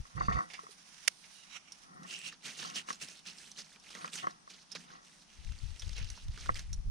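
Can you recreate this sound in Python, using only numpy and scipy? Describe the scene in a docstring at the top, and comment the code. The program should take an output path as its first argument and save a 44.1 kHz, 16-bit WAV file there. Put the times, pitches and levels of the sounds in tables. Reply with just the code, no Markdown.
"""A gust of wind thumps on the microphones; fingers knock and rub on a hand-held camera, exciting the
modes of its case, and a sleeve rustles. A folding knife snaps open with a rattle of steel impacts.
Its tip ticks on pebbles and scrapes crumbly rock in short strokes: tiny fractures make the hiss and
drive the blade's resonances, flakes crack off and crumbs trickle down. Thin, high chirps sound far off,
and the wind builds again near the end."""
import sys
import numpy as np
from scipy import signal
from scipy.fft import rfft, irfft
from scipy.io import wavfile
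from scipy.ndimage import map_coordinates

SR = 44100
rng = np.random.default_rng(int(sys.argv[2]) if len(sys.argv) > 2 else 0)


def store_wav(level_fs):
    """Save 16-bit WAV to argv[1]."""
    pcm = np.round(np.clip(np.atleast_2d(level_fs), -1, 1) * 32767)
    wavfile.write(sys.argv[1], SR, pcm.T.astype(np.int16))


N = 304485
TIME = np.arange(N) / SR

# Levels in the tables are relative: the functions add gains of their own.
# gusts on the microphones: start_s, rise_s, fall_s, level_db, left_minus_right_db
GUSTS = [(-.03, 0.027, 0.023, -14, 1), (5.39, 0.11, 0.088, -37.5, 11), (5.62, 0.022, .12, -34.5, 22),
         (5.81, 0.067, 0.091, -32, 14), (5.96, 0.062, 0.14, -31, 9), (6.22, 0.076, 0.12, -36.5, 2.5),
         (6.42, 0.065, 0.46, -40, 2), (6.6, 0.19, 0.079, -36, 1), (6.82, 0.086, .1, -27, 1)]
# spectra of the eddies and of still air: frequency_hz, density_db
WIND_SPECTRUM = [(10, -5), (20, 4.5), (36, 4.5), (85, -1.5), (130, -14), (180, -18.5), (260, -37.5),
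                 (500, -47.5), (1000, -68.5)]
AIR_SPECTRUM = [(20, -16), (90, -7.5), (180, 6.5), (450, -5), (850, 2), (2200, -5), (4200, -4), (5800, 1),
                (7600, -12), (9600, -6), (11500, -30), (15500, -48)]

# arm sweeps and squeezes of the hand: start_s, rise_s, fall_s, level_db
SWEEPS = [(0, 0.33, 0.31, -56.5), (.67, 0.026, 0.032, -60), (.78, 0.27, 0.074, -51.5),
          (1.225, 0.024, 0.035, -52), (1.3, .04, 0.23, -57), (1.73, 0.065, 0.053, -56.5)]
SQUEEZES = [(1.85, 0.15, 0.19, -49.5), (2.55, 0.14, 0.15, -50), (3.92, 0.081, 0.46, -59),
            (4.74, 0.028, 0.22, -54)]
# spectra of the arm's rustle and the hand's hum: frequency_hz, density_db
RUSTLE_SPECTRUM = [(200, -51), (500, -12), (1000, 2), (1700, 5.5), (2900, 6), (4300, 4), (5800, 10),
                   (7700, -2), (9800, 2), (11300, -16.5), (15500, -21)]
HAND_SPECTRUM = [(25, -40), (90, -23.5), (135, -2), (175, 10.5), (230, 1.5), (400, -11.5), (800, -43)]
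# scuffs of the hand on the knife and finger knocks on the camera: start_s, level_db
SCUFFS = [(0.324, -31.5), (0.499, -34), (0.535, -29), (1.238, -41)]
KNOCKS = [(0.053, -44), (0.178, -31.5), (0.21, -24.5), (0.216, -29), (0.283, -21.5), (0.29, -32),
          (0.322, -30), (0.357, -27.5), (0.376, -26), (0.389, -25), (0.406, -26.5), (0.58, -47),
          (0.591, -35.5), (0.667, -41.5), (2.649, -34.5), (2.887, -33.5), (2.905, -27), (4.045, -34),
          (4.075, -43), (4.244, -35), (4.27, -19), (4.476, -43.5), (6.492, -17.5)]
# finger rubs, jolts of the grip and a skin squeak on the camera: start_s, rise_s, fall_s, level_db
RUBS = [(.16, 0.017, 0.044, -37), (.195, 0.012, 0.074, -33.5), (.278, 0.0028, 0.18, -32),
        (.35, 0.02, 0.11, -33), (.57, 0.015, 0.071, -58), (1.88, 0.17, 0.036, -51.5),
        (2.6, 0.071, 0.1, -49), (2.884, 0.0088, 0.016, -47), (3.95, 0.098, 0.031, -45),
        (4.22, 0.018, 0.048, -39.5), (4.28, 0.026, 0.015, -49), (4.9, 0.034, 0.054, -54),
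        (6.485, 0.0082, 0.025, -34)]
JOLTS = [(.152, 0.019, 0.097, -34), (.281, 0.0055, 0.05, -20.5), (.335, 0.019, 0.034, -26)]
SQUEAKS = [(.175, 0.13, 0.11, -42.5)]
# modes of the case, the whole camera rocking, and skin on the case: pitch_hz, level_db, t60_s
CASE_MODES = [(307, -15, 0.079), (506, -21, 0.17), (718, -3, 0.069), (1116, 7.5, 0.03), (1270, 6, 0.02),
              (1820, 4, 0.019), (1930, 0, 0.03)]
ROCKING_MODES = [(177, 2, 0.065), (313.3, -6.5, 0.09), (386, -3, 0.021), (500, -4, 0.036),
                 (656, 5.5, 0.012), (1460, -13, 0.0048)]
SQUEAK_MODES = [(2740, -6.5, 0.011), (3670, -6, 0.0076), (4550, 1, 0.0076), (6000, -4, 0.009)]
# spectra of a jolt and of the sleeve's threads: frequency_hz, density_db
JOLT_SPECTRUM = [(20, -24), (50, 11.5), (80, 4), (120, 7), (180, 1.5), (260, -18), (500, -21), (1000, -61)]
SLEEVE_SPECTRUM = [(500, -31), (1500, -7), (4500, 4.5), (6200, 2.5), (7600, -5), (9600, 4.5), (11200, -16),
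                   (14500, -20), (15500, -39)]
# light scratches of the sleeve: start_s, rise_s, fall_s, level_db
SLEEVE_SCRATCHES = [(.425, 0.0074, .025, -61), (.532, .004, 0.013, -51), (.625, 0.0065, 0.013, -60),
                    (.69, 0.022, 0.047, -54.5), (1.03, 0.18, 0.06, -60.5), (1.3, 0.041, 0.081, -57)]
# hollow taps from the handling: start_s, level_db, pitch_hz
TAPS = [(.634, -51, 430), (.69, -54, 415), (6.493, -36, 498)]

# contacts of the blade swinging into its lock: start_s, level_db
LOCK_CONTACTS = [(1.0772, -11), (1.0776, -13.5), (1.0792, -10), (1.0797, -8), (1.0803, -7.5), (1.081, -2.5),
                 (1.081, -9.5), (1.0825, -11.5)]
# spectrum of steel cracking on steel: frequency_hz, density_db
SNAP_SPECTRUM = [(400, -30), (2500, -2), (9500, -7), (14000, -18)]
# modes of the knife's frame and liner, its handle and the rubbed steel: pitch_hz, level_db, t60_s
FRAME_MODES = [(840, -16, 0.0049), (2190, -3.5, 0.0064), (2730, -10, 0.0057), (3460, -16, 0.012),
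               (4800, -7.5, 0.0028), (6360, -11.5, 0.01), (7000, -10, 0.01), (8630, -6, 0.0041),
               (9750, -15.5, 0.008), (9750, -16, 0.0081)]
HANDLE_MODES = [(1400, 1, 0.0088), (2270, 8.5, 0.0073), (2710, 11.5, 0.0046), (3700, -15, 0.011),
                (5600, 8.5, 0.0064), (6400, -18, 0.004)]
STEEL_MODES = [(2870, 2, 0.019), (3830, 0, .03), (5700, -9, 0.028), (6600, -4, .018)]
# a finger drawn along the steel and the hand sliding to a new hold: start_s, rise_s, fall_s, level_db
FINGER_DRAWS = [(1.335, 0.071, 0.089, -56.5), (1.47, 0.069, .03, -52)]
HAND_SLIDES = [(1.5, 0.069, 0.024, -42.5), (1.675, 0.0093, 0.0085, -54)]

# the tip catches on pebbles: start_s, level_db, ring_db, pitch_ratio, rebound_ratio
TICKS = [(1.721, -43, 2.5, 1.01, 0.62), (2.032, -45, -3.5, 1, 0.65), (2.111, -43.5, 1, .5, 0.2),
         (2.189, -39.5, -1.5, 1.52, 0.1), (2.216, -41, -4, .5, 0.1), (2.7, -41, -3, 1.06, 0.2),
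         (2.758, -28.5, -6, 1.03, 0.27), (2.9284, -35.5, -3, 1.04, 0.3), (2.956, -44, -6, 1.3, .2),
         (3.086, -36, -7, 1, 0), (3.272, -47, 1, 0.91, 0.28), (3.384, -42, -7, 0.92, 0.3),
         (3.516, -40.5, -1.5, 1.05, .05), (3.728, -46, -14, .63, 0), (3.799, -52, 0, 1.04, .3),
         (3.905, -37, -16, 0.95, 0.53), (4.1558, -30, -5, 1.2, 0.1), (4.178, -37, -10, 1.03, 0.61),
         (4.502, -38, -24, 0.46, 0.75), (4.718, -44, 6, 0.96, 0.67), (4.751, -34.5, -8, 0.72, 0.66),
         (5.588, -53, 3, 0.83, 0.1), (5.7961, -51.5, 9, 0.98, 0.82), (5.82, -39.5, -5, 0.6, 0.74),
         (5.9648, -34, -16, 0.97, 0.2), (5.98, -39, -3, 1.01, 0.64), (6.045, -40.5, -6, 0.88, 0.2),
         (6.102, -35.5, -2, 1.1, 0), (6.5442, -39.5, 0.5, .86, 0.16), (6.5927, -29, -17, 0.99, 0.36),
         (6.73, -42, 3, 1.03, 0.71)]
# modes of the briefly ringing blade: pitch_hz, level_db, t60_s
BLADE_MODES = [(2870, -30, 0.033), (4000, -13.5, 0.024), (5300, -7.5, 0.042), (5554, -3, 0.019),
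               (5830, -3, 0.017), (6350, -18, 0.012), (6500, -25, .012), (8830, -13.5, 0.038),
               (9470, -15.5, 0.015)]
# far chirps: start_s, length_s, from_hz, to_hz, level_db
CHIRPS = [(1.863, 0.028, 9900, 9150, -74.5), (1.938, 0.023, 9200, 8900, -65.5),
          (3.997, 0.062, 9000, 9260, -59.5), (4.38, 0.07, 8100, 8700, -75)]
# strokes of the tip over the rock: start_s, rise_s, fall_s, level_db, brightness_db, blade_song_db
STROKES = [(2.065, 0.059, 0.081, -46.5, 12.5, 4), (2.2, 0.086, 0.019, -45, 14, 3),
           (2.31, 0.011, 0.026, -51.5, -1, -4), (2.428, 0.03, 0.12, -41, 10, -9.5),
           (2.56, 0.034, 0.16, -40.5, 9, -5), (2.738, 0.029, 0.059, -37.5, 11, 2),
           (2.868, 0.024, 0.077, -44, 9.5, -10), (3.0, 0.022, 0.045, -40, 13, -1.5),
           (3.06, 0.022, 0.12, -51, 11.5, -4), (3.252, 0.017, 0.08, -46, 9.5, 0),
           (3.355, 0.037, 0.13, -53, 13.5, -7.5), (3.557, 0.033, 0.04, -43, 8, -8),
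           (3.63, 0.043, 0.082, -59, 10, -17), (3.83, 0.12, 0.1, -52, 10.5, -17),
           (4.02, 0.051, 0.028, -56.5, 13.5, -4), (4.121, 0.014, .088, -42.5, 15, -8),
           (4.165, 0.017, 0.069, -43.5, 8.5, 1), (4.28, 0.022, 0.02, -58, 9.5, -17),
           (4.497, 0.0029, 0.13, -55.5, 8, -32), (4.715, 0.0057, 0.022, -52, 2, -25),
           (4.75, 0.0016, 0.039, -37.5, -15, -39), (4.79, 0.02, 0.042, -52.5, 10, -15),
           (4.885, 0.03, 0.055, -56.5, -11, -32), (5.055, 0.14, 0.029, -62.5, 11.5, -16),
           (5.3, 0.091, 0.14, -63, 7.5, -5), (5.56, 0.17, 0.064, -59.5, 10, -6),
           (5.79, 0.1, 0.073, -54.5, 10, -11.5), (5.95, 0.021, 0.12, -47, -2.5, -2),
           (6.07, 0.04, 0.14, -54.5, 9.5, -5), (6.32, 0.13, 0.077, -49, 6.5, -20),
           (6.553, 0.0022, 0.072, -44, 10, -31)]
# modes of the blade damped against the rock: pitch_hz, bandwidth_hz, level_db
PRESSED_MODES = [(2915, 300, 10), (5700, 320, -2)]
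# shift of those modes with the point of contact: time_s, pitch_ratio
CONTACT_PITCH = [(1.5, 1.02), (2.1, 0.94), (2.28, 0.93), (2.5, 1.05), (2.8, 1), (3.1, 0.91), (3.29, .9),
                 (3.6, 1.04), (6.9, 0.94)]
# spectra of crumbling rock, its crust, and sand cracking under the edge: frequency_hz, density_db
GRIT_SPECTRUM = [(120, -31), (300, -7), (600, -9.5), (1000, -11.5), (1400, -5), (1850, -6.5), (2250, -6),
                 (4300, -1.5), (6400, -1.5), (7400, -12.5), (9800, -14), (11000, -24.5), (13500, -30),
                 (15500, -40)]
CRUST_SPECTRUM = [(120, -17), (200, 4), (330, -5), (480, 0), (750, -11), (1200, 1), (1600, 2), (2300, -8),
                  (3000, -2.5), (5000, -12.5), (12000, -48)]
SIZZLE_SPECTRUM = [(2000, -39), (6200, -14), (7500, 6.5), (9600, -0.5), (10800, -21), (13500, -20),
                   (15500, -48)]
# bits of crust give way: start_s, level_db, pitch_hz
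CRUNCHES = [(2.326, -43.5, 1790), (2.628, -36.5, 1730), (2.888, -43, 1700), (2.904, -36, 1920),
            (3.76, -50, 2420), (3.951, -36.5, 1930), (3.972, -44, 2160), (4.015, -44.5, 2490),
            (4.045, -40.5, 1900), (4.058, -44.5, 2400), (4.078, -41, 2540), (4.269, -39.5, 1500),
            (4.753, -43, 480), (4.904, -48, 1540), (5.823, -47, 3600), (5.983, -42.5, 2150),
            (6.176, -49, 950), (6.376, -42, 1400), (6.46, -40.5, 1400)]
# runs of loosened crumbs: start_s, rise_s, fall_s, level_db
TRICKLES = [(5.38, 0.11, 0.052, -62), (5.65, 0.3, .2, -69), (6.3, 0.17, 0.29, -61.5)]
# larger crumbs land: start_s, level_db, pitch_hz
CRUMBS = [(5.447, -44, 5700), (5.521, -43, 2800), (5.88, -42, 5600), (5.893, -38.5, 4900),
          (5.931, -41.5, 3930), (6.235, -49, 3630), (6.283, -43, 5400), (6.408, -43, 3600),
          (6.425, -44, 4900)]

TOUCH_DB = -60.5   # stroke level of the tip merely resting on the rock


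def from_db(db):
    """Amplitude grows tenfold for every 20 dB."""
    return 10 ** (np.asarray(db) / 20)


def unit_rms(x):
    """Division by the root mean square gives unit power."""
    return x / np.sqrt(np.mean(x ** 2) + 1e-20)


def drift(rate_hz):
    """Low-passed noise wanders slowly, with unit spread."""
    step, settle = 40, 2000
    pole = np.exp(-2 * np.pi * rate_hz * step / SR)
    slow = signal.lfilter([1], [1, -2 * pole, pole * pole], rng.standard_normal(N // step + settle + 2))
    slow = unit_rms(slow[settle:])
    return np.interp(np.arange(N) / step, np.arange(len(slow)), slow)


def colour(x, spectrum, size=4096):
    """A minimum-phase filter of unit power gain imposes a spectrum."""
    hz, db = np.transpose(spectrum)
    log_hz = np.log(np.maximum(np.arange(size // 2 + 1) * SR / size, 1))
    cepstrum = irfft(np.log(from_db(np.interp(log_hz, np.log(hz), db))))
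    cepstrum[1:size // 2] *= 2
    cepstrum[size // 2 + 1:] = 0
    response = irfft(np.exp(rfft(cepstrum)))
    return signal.oaconvolve(np.atleast_2d(x), response[None] / np.linalg.norm(response))[:, :N]


def soften(x, hz, order=4):
    """Low-pass filtering: a contact that takes some time has little treble."""
    return signal.sosfilt(signal.butter(order, min(hz, .45 * SR), fs=SR, output="sos"), x)


def ring(force, hz, t60):
    """A damped resonator answers a unit impulse with a sinusoid that falls 60 dB in t60 seconds."""
    radius, angle = from_db(-60 / (t60 * SR)), 2 * np.pi * hz / SR
    return signal.lfilter([1, 0, -1], [1, -2 * radius * np.cos(angle), radius ** 2], force + 1e-18) / 2


def body(force, modes):
    """Superposition: an object's response is the sum of its modes."""
    return sum(from_db(db) * ring(force, hz, t60) for hz, db, t60 in modes)


def clicks(times, db):
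    """Each brief contact is an impulse."""
    out = np.zeros(N)
    out[np.round(np.asarray(times) * SR).astype(int)] = from_db(db)
    return out


def struck(times, db, modes, vary_db):
    """Impact excitation: every contact drives every mode with a strength of its own."""
    scatter_db = vary_db * rng.standard_normal((len(times), len(modes)))
    return sum(ring(clicks(times, db + mode_db + scatter_db[:, k]), hz, t60)
               for k, (hz, mode_db, t60) in enumerate(modes))


def fading(impulses, t60):
    """Exponential decay: an envelope jumps at each impulse and dies away."""
    return signal.lfilter([1], [1, -from_db(-60 / (t60 * SR))], impulses + 1e-18)


def grains(per_s, spread_db):
    """Shot noise: random impulses, many small and a few large, with unit power at any rate."""
    per_s = np.maximum(per_s, 100)
    sizes = from_db(spread_db * np.minimum(rng.exponential(1, N), 4)) * rng.choice([-1, 1], N)
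    return unit_rms(sizes * (rng.random(N) < per_s / SR) / np.sqrt(per_s))


def pair(shared, own, alike):
    """Partial correlation: two microphones hear a shared part and a part of their own."""
    return np.sqrt(alike) * shared + np.sqrt(1 - alike) * own


def noise(alike):
    """White noise, partly correlated between two microphones."""
    return pair(rng.standard_normal(N), rng.standard_normal((2, N)), alike)


def pan(x, left_db):
    """A level difference at constant power places a sound to one side."""
    gains = from_db(np.array([[.5], [-.5]]) * left_db)
    return x * gains / np.sqrt(np.mean(gains ** 2, axis=0))


def swells(rows, base_db, edge_s, curve=0.9):
    """Rising and falling gestures add in power; gives the level in dB, then any further columns."""
    t = TIME[::32]
    start, rise, fall, peak_db, *columns = np.transpose(rows)[:, :, None]
    since, remaining = t - start, start + rise + fall - t
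    force = np.clip(np.minimum(since / rise, remaining / fall), 0, 1) ** curve
    outside_s = np.maximum(-np.minimum(since, remaining), 0)
    fade_db = 20 * np.minimum(outside_s / edge_s, 10)
    power = from_db(base_db + (peak_db - base_db) * force - fade_db) ** 2
    total = power.sum(axis=0)
    weighted = [(power * column).sum(axis=0) / total for column in columns]
    return [np.interp(TIME, t, track) for track in [10 * np.log10(total)] + weighted]


def stroke_envelopes():
    """The tip's strokes modulate level, brightness and blade song, all in dB."""
    return swells(STROKES, base_db=TOUCH_DB, edge_s=0.05, curve=0.64)


def wind(calm_db=-81.5):
    """Turbulence: eddies press on each microphone port, gust by gust."""
    level_db, left_db = swells(GUSTS, base_db=-51, edge_s=0.056)
    eddies = unit_rms(colour(noise(alike=0.34), WIND_SPECTRUM, size=16384) * from_db(2.0 * drift(22.6)))
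    return pan(from_db(level_db) * eddies, left_db) + from_db(calm_db) * eddies


def open_air():
    """A diffuse field: faint, steady noise, almost uncorrelated between the microphones."""
    return from_db(-64.5) * pan(colour(noise(alike=0.01), AIR_SPECTRUM), left_db=0.5)


def hand_and_arm(rest_db=-68, push_db=-70):
    """Modulated noise: the arm rustles; the hand hums as it squeezes and pushes, and scuffs the knife."""
    squeeze_db, = swells(SQUEEZES, base_db=-66.0, edge_s=0.097)
    push = soften(from_db(push_db + stroke_envelopes()[0] - TOUCH_DB), hz=11.0, order=1)
    effort = np.sqrt(from_db(rest_db) ** 2 + from_db(squeeze_db) ** 2 + push ** 2)
    hum = effort * colour(noise(alike=0.54), HAND_SPECTRUM)
    sweep_db, = swells(SWEEPS, base_db=-56.5, edge_s=0.053)
    flicker_db = 2.6 * drift(43) + 2 * np.tanh(drift(2.5))
    rustle = from_db(sweep_db + flicker_db) * colour(noise(alike=0.18), RUSTLE_SPECTRUM)
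    times, db = np.transpose(SCUFFS)
    scuff_envelope = soften(fading(clicks(times, db - 7.0), t60=0.15), hz=151, order=1)
    scuffs = scuff_envelope * unit_rms(soften(body(noise(alike=0.73), FRAME_MODES[:5]), hz=6900))
    return hum + pan(rustle + scuffs, left_db=-7.5)


def camera_case(lag_s=.00008):
    """Structure-borne sound: knocks and rubs flex the case, driving the microphones in antiphase."""
    times, db = np.transpose(KNOCKS)
    rub_db, = swells(RUBS, base_db=-60.0, edge_s=0.14)
    rubbing = from_db(rub_db) * grains(1500, 3.1)
    # a finger pad lands gradually, in three touches, and skids a little
    knocks = sum(struck(times + late_s, db + share_db - 2.0, CASE_MODES, vary_db=1.5)
                 for late_s, share_db in [(-.0009, -13), (0, -6), (.0009, -6)])
    skids = fading(clicks(times, db + 2.0), t60=0.043) * rng.standard_normal(N)
    flex = soften(0.096 * body(rubbing, CASE_MODES) + knocks + skids, hz=1836, order=8)
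    antiphase = np.array([flex, -np.interp(TIME - lag_s, TIME, flex)])
    # heavy knocks also rock the whole camera, heard on the right
    thuds = struck(times, db - 16.5 + 0.091 * (db - db.max()), ROCKING_MODES, vary_db=1.5)
    rocking = soften(0.035 * body(rubbing, ROCKING_MODES) + thuds, hz=1340)
    return antiphase + pan(rocking, left_db=-36.0)


def shifting_grip():
    """The grip jolts the camera with low thumps, and friction of skin on the case excites a squeak."""
    jolt_db, = swells(JOLTS, base_db=-37.5, edge_s=0.0091)
    jolt = from_db(jolt_db) * colour(noise(alike=0.14), JOLT_SPECTRUM)
    squeak_db, = swells(SQUEAKS, base_db=-55.0, edge_s=0.031)
    friction = noise(alike=0.72) * from_db(3.7 * drift(50))
    squeak = from_db(squeak_db) * unit_rms(soften(body(friction, SQUEAK_MODES), hz=6430))
    return pan(jolt + squeak, left_db=-8.5)


def sleeve_scratches():
    """Stick-slip friction: threads of the sleeve catch and let go in short, grainy runs."""
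    level_db, = swells(SLEEVE_SCRATCHES, base_db=-67.5, edge_s=0.038)
    own = np.array([grains(2800, 3.0) for side in range(2)])
    threads = pair(grains(2300, 2.4), own, alike=0.35)
    return from_db(level_db) * pan(colour(threads, SLEEVE_SPECTRUM), left_db=-8.0)


def hollow_taps():
    """Free vibration: each tap of the handling rings briefly in one low mode."""
    return sum(soften(ring(clicks([start], db), hz, t60=0.057), hz=910) for start, db, hz in TAPS)


def lock_snap():
    """Steel impacts excite the knife's frame; its high modes reach each microphone differently."""
    times, db = np.transpose(LOCK_CONTACTS)
    low = struck(times, db - 5.5, FRAME_MODES[:5], vary_db=2.0)
    high = np.array([
        struck(times + rng.uniform(0, 0.00014, len(times)), db - 8.0, FRAME_MODES[5:], vary_db=2.0)
        for side in range(2)])
    crack = colour(fading(clicks(times, db - 18.0), t60=0.0022) * noise(alike=0.16), SNAP_SPECTRUM)
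    tail = colour(fading(clicks(times, db - 25.5), t60=0.018) * noise(alike=0.1), GRIT_SPECTRUM)
    snap = pan(soften(low, hz=8850) + crack + tail, left_db=-12.5)
    snap += pan(soften(high, hz=11000), left_db=-4.0)
    # so small a part radiates no bass
    return signal.sosfilt(signal.butter(3, 480, "high", fs=SR, output="sos"), snap)


def skin_on_knife():
    """Forced vibration: the friction of sliding skin sounds the modes of the steel and the handle."""
    slide_db, = swells(HAND_SLIDES, base_db=-62.5, edge_s=0.14)
    handle = from_db(slide_db) * unit_rms(soften(body(noise(alike=0.29), HANDLE_MODES), hz=9200))
    draw_db, = swells(FINGER_DRAWS, base_db=-70.5, edge_s=.03)
    friction = noise(alike=.6) * from_db(2.7 * drift(70))
    steel = from_db(draw_db) * unit_rms(soften(body(friction, STEEL_MODES), hz=8000))
    return pan(handle + steel, left_db=-10.0)


def pebble_ticks(rebound_s=.0038, vary_db=2.5, size=4096):
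    """Inelastic rebound: the tip catches and bounces ever more weakly, cracking grit and ringing."""
    catches, rings, impulse = np.zeros(N), np.zeros((2, N + size)), signal.unit_impulse(size)
    for start, db, ring_db, pitch_ratio, rebound_ratio in TICKS:
        gaps = rebound_s * rng.uniform(.6, 1.4, 4)
        contacts = np.round((start + np.append(0, np.cumsum(gaps))) * SR).astype(int)
        strengths = from_db(db) * rebound_ratio ** np.arange(len(contacts))
        note = np.array([body(impulse, [(hz * pitch_ratio, mode_db + vary_db * rng.standard_normal(), t60)
                                        for hz, mode_db, t60 in BLADE_MODES]) for side in range(2)])
        catches[contacts] += strengths
        for at, strength in zip(contacts, strengths):
            rings[:, at:at + size] += strength * from_db(ring_db) * note
    crack = from_db(-7.5) * colour(fading(catches, t60=0.016) * noise(alike=0.9), GRIT_SPECTRUM)
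    return crack + soften(rings[:, :N], hz=10600)


def far_chirps():
    """Frequency modulation: thin whistles glide and waver, perhaps a small bird's."""
    out, waver_hz = np.zeros(N), 35 * drift(54)
    for start, length, from_hz, to_hz, db in CHIRPS:
        along = np.clip((TIME - start) / length, 0, 1)
        hz = from_hz + (to_hz - from_hz) * along + waver_hz
        out += from_db(db) * np.sin(np.pi * along) * np.sin(2 * np.pi * np.cumsum(hz) / SR)
    return out


def blade_song(force, swell_db=4):
    """Damped resonance: the pressed blade's modes swell, fade and shift as the contact point moves."""
    song = sum(from_db(db + swell_db * np.tanh(drift(9.8))) * width_hz
               * ring(force, hz, t60=np.log(1000) / (np.pi * width_hz))
               for hz, width_hz, db in PRESSED_MODES)
    pitch_ratio = np.interp(TIME, *np.transpose(CONTACT_PITCH))
    # reading the vibration at a varying speed bends its pitch
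    bent = [map_coordinates(side, [np.cumsum(pitch_ratio + .025 * drift(14)) % N], order=3)
            for side in soften(song, hz=8100)]
    return unit_rms(np.array(bent))


def flakes(per_s=2400, t60_cycles=32):
    """Size sets pitch: flakes chip off and ring; neighbours are of like size, so the pitch wanders."""
    when, scatter, strength, phase = rng.random((per_s * N // SR, 4)).T[:, :, None]
    start, age = (when * N).astype(int), np.arange(512)
    hz = 1700 * 5.6 ** ((.3 * drift(16)[start] + .3 * scatter) % 1)
    amplitude = from_db(2.6 * np.minimum(-np.log(strength), 3.5)) * np.sqrt(hz)
    envelope = amplitude * from_db(-60 * age / SR * hz / t60_cycles)
    pings = [envelope * np.sin(2 * np.pi * hz * age / SR + side * (phase - .5)) for side in (1, -1)]
    return unit_rms(np.array([np.bincount((start + age).ravel(), p.ravel(), N)[:N] for p in pings]))


def scraping(touch_grains_per_s=1100, flakes_db=-5, sizzle_db=-12.5):
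    """Brittle fracture: the tip frees grains in jerks, more under more force; they excite the blade."""
    level_db, bright_db, song_db = stroke_envelopes()
    per_s = touch_grains_per_s * from_db(.9 * np.maximum(level_db - TOUCH_DB, 0))
    jerks = unit_rms(from_db(1.78 * drift(103)))
    own = np.array([grains(2 * per_s, 4.4) for side in range(2)])
    force = jerks * pair(grains(per_s, 2.8), own, alike=0.69)
    song = from_db(song_db) * blade_song(force)
    scrape = colour(unit_rms(force + from_db(flakes_db) * jerks * flakes()), GRIT_SPECTRUM) + song
    sizzle = from_db(sizzle_db) * colour(pair(grains(1400, 9.1), own, alike=0.15), SIZZLE_SPECTRUM)
    # a light, fast stroke is bright and sizzles; a digging one is dull
    bright = from_db(bright_db - 8.0)
    low = signal.sosfiltfilt(signal.butter(2, 5800, fs=SR, output="sos"), scrape)
    return from_db(level_db) * unit_rms(low + bright ** 0.5 * (scrape - low) + bright ** 1.5 * sizzle)


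def crunching():
    """Sudden fracture: a flake of crust cracks, rings at its own pitch and crumbles in a dull burst."""
    times, db, _ = np.transpose(CRUNCHES)
    crack = colour(fading(clicks(times, db - 4.0), t60=0.0084) * noise(alike=1.0), GRIT_SPECTRUM)
    burst = colour(fading(clicks(times, db - 9.5), t60=0.093) * grains(6000, 3.0), CRUST_SPECTRUM)
    pings = sum(ring(clicks([start], level_db + 0.5), hz, t60=0.017) for start, level_db, hz in CRUNCHES)
    return crack + burst + pings


def trickling(bounces_per_s=500, t60_cycles=11):
    """Small impacts: crumbs bounce down the rock, each ringing for a few cycles at its own pitch."""
    trickle_db, = swells(TRICKLES, base_db=-69.5, edge_s=0.15)
    pitches_hz = np.geomspace(1900, 9500, 12)
    pitch_index = rng.integers(0, len(pitches_hz), N)
    bounces = grains(bounces_per_s, 2.0)
    patter = sum(ring(bounces * (pitch_index == k), hz, t60_cycles / hz)
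                 for k, hz in enumerate(pitches_hz))
    fine = from_db(trickle_db) * unit_rms(soften(patter, hz=9800))
    times, db, _ = np.transpose(CRUMBS)
    pings = sum(ring(clicks([start], level_db - 4.0), hz, t60_cycles / hz)
                for start, level_db, hz in CRUMBS)
    cracks = colour(fading(clicks(times, db - 4.5), t60=0.018) * noise(alike=0.79), GRIT_SPECTRUM)
    return fine + soften(pings, hz=9460) + cracks


def scene():
    """Sound pressures add in open air; the knife works the rock a little to the right."""
    rock = pan(scraping() + pebble_ticks() + crunching() + trickling(), left_db=-4.0)
    close = rock + lock_snap() + sleeve_scratches() + skin_on_knife() + hollow_taps()
    handling = from_db(-6.0) * (camera_case() + shifting_grip() + hand_and_arm())
    return close + handling + wind() + far_chirps() + open_air()


def record(dry):
    """Band limiting: a steep low-pass filter cuts the treble above 15.7 kHz."""
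    return signal.sosfilt(signal.ellip(10, .1, 80, 15700, fs=SR, output="sos"), dry)


dry = scene()
out = record(dry)
store_wav(out)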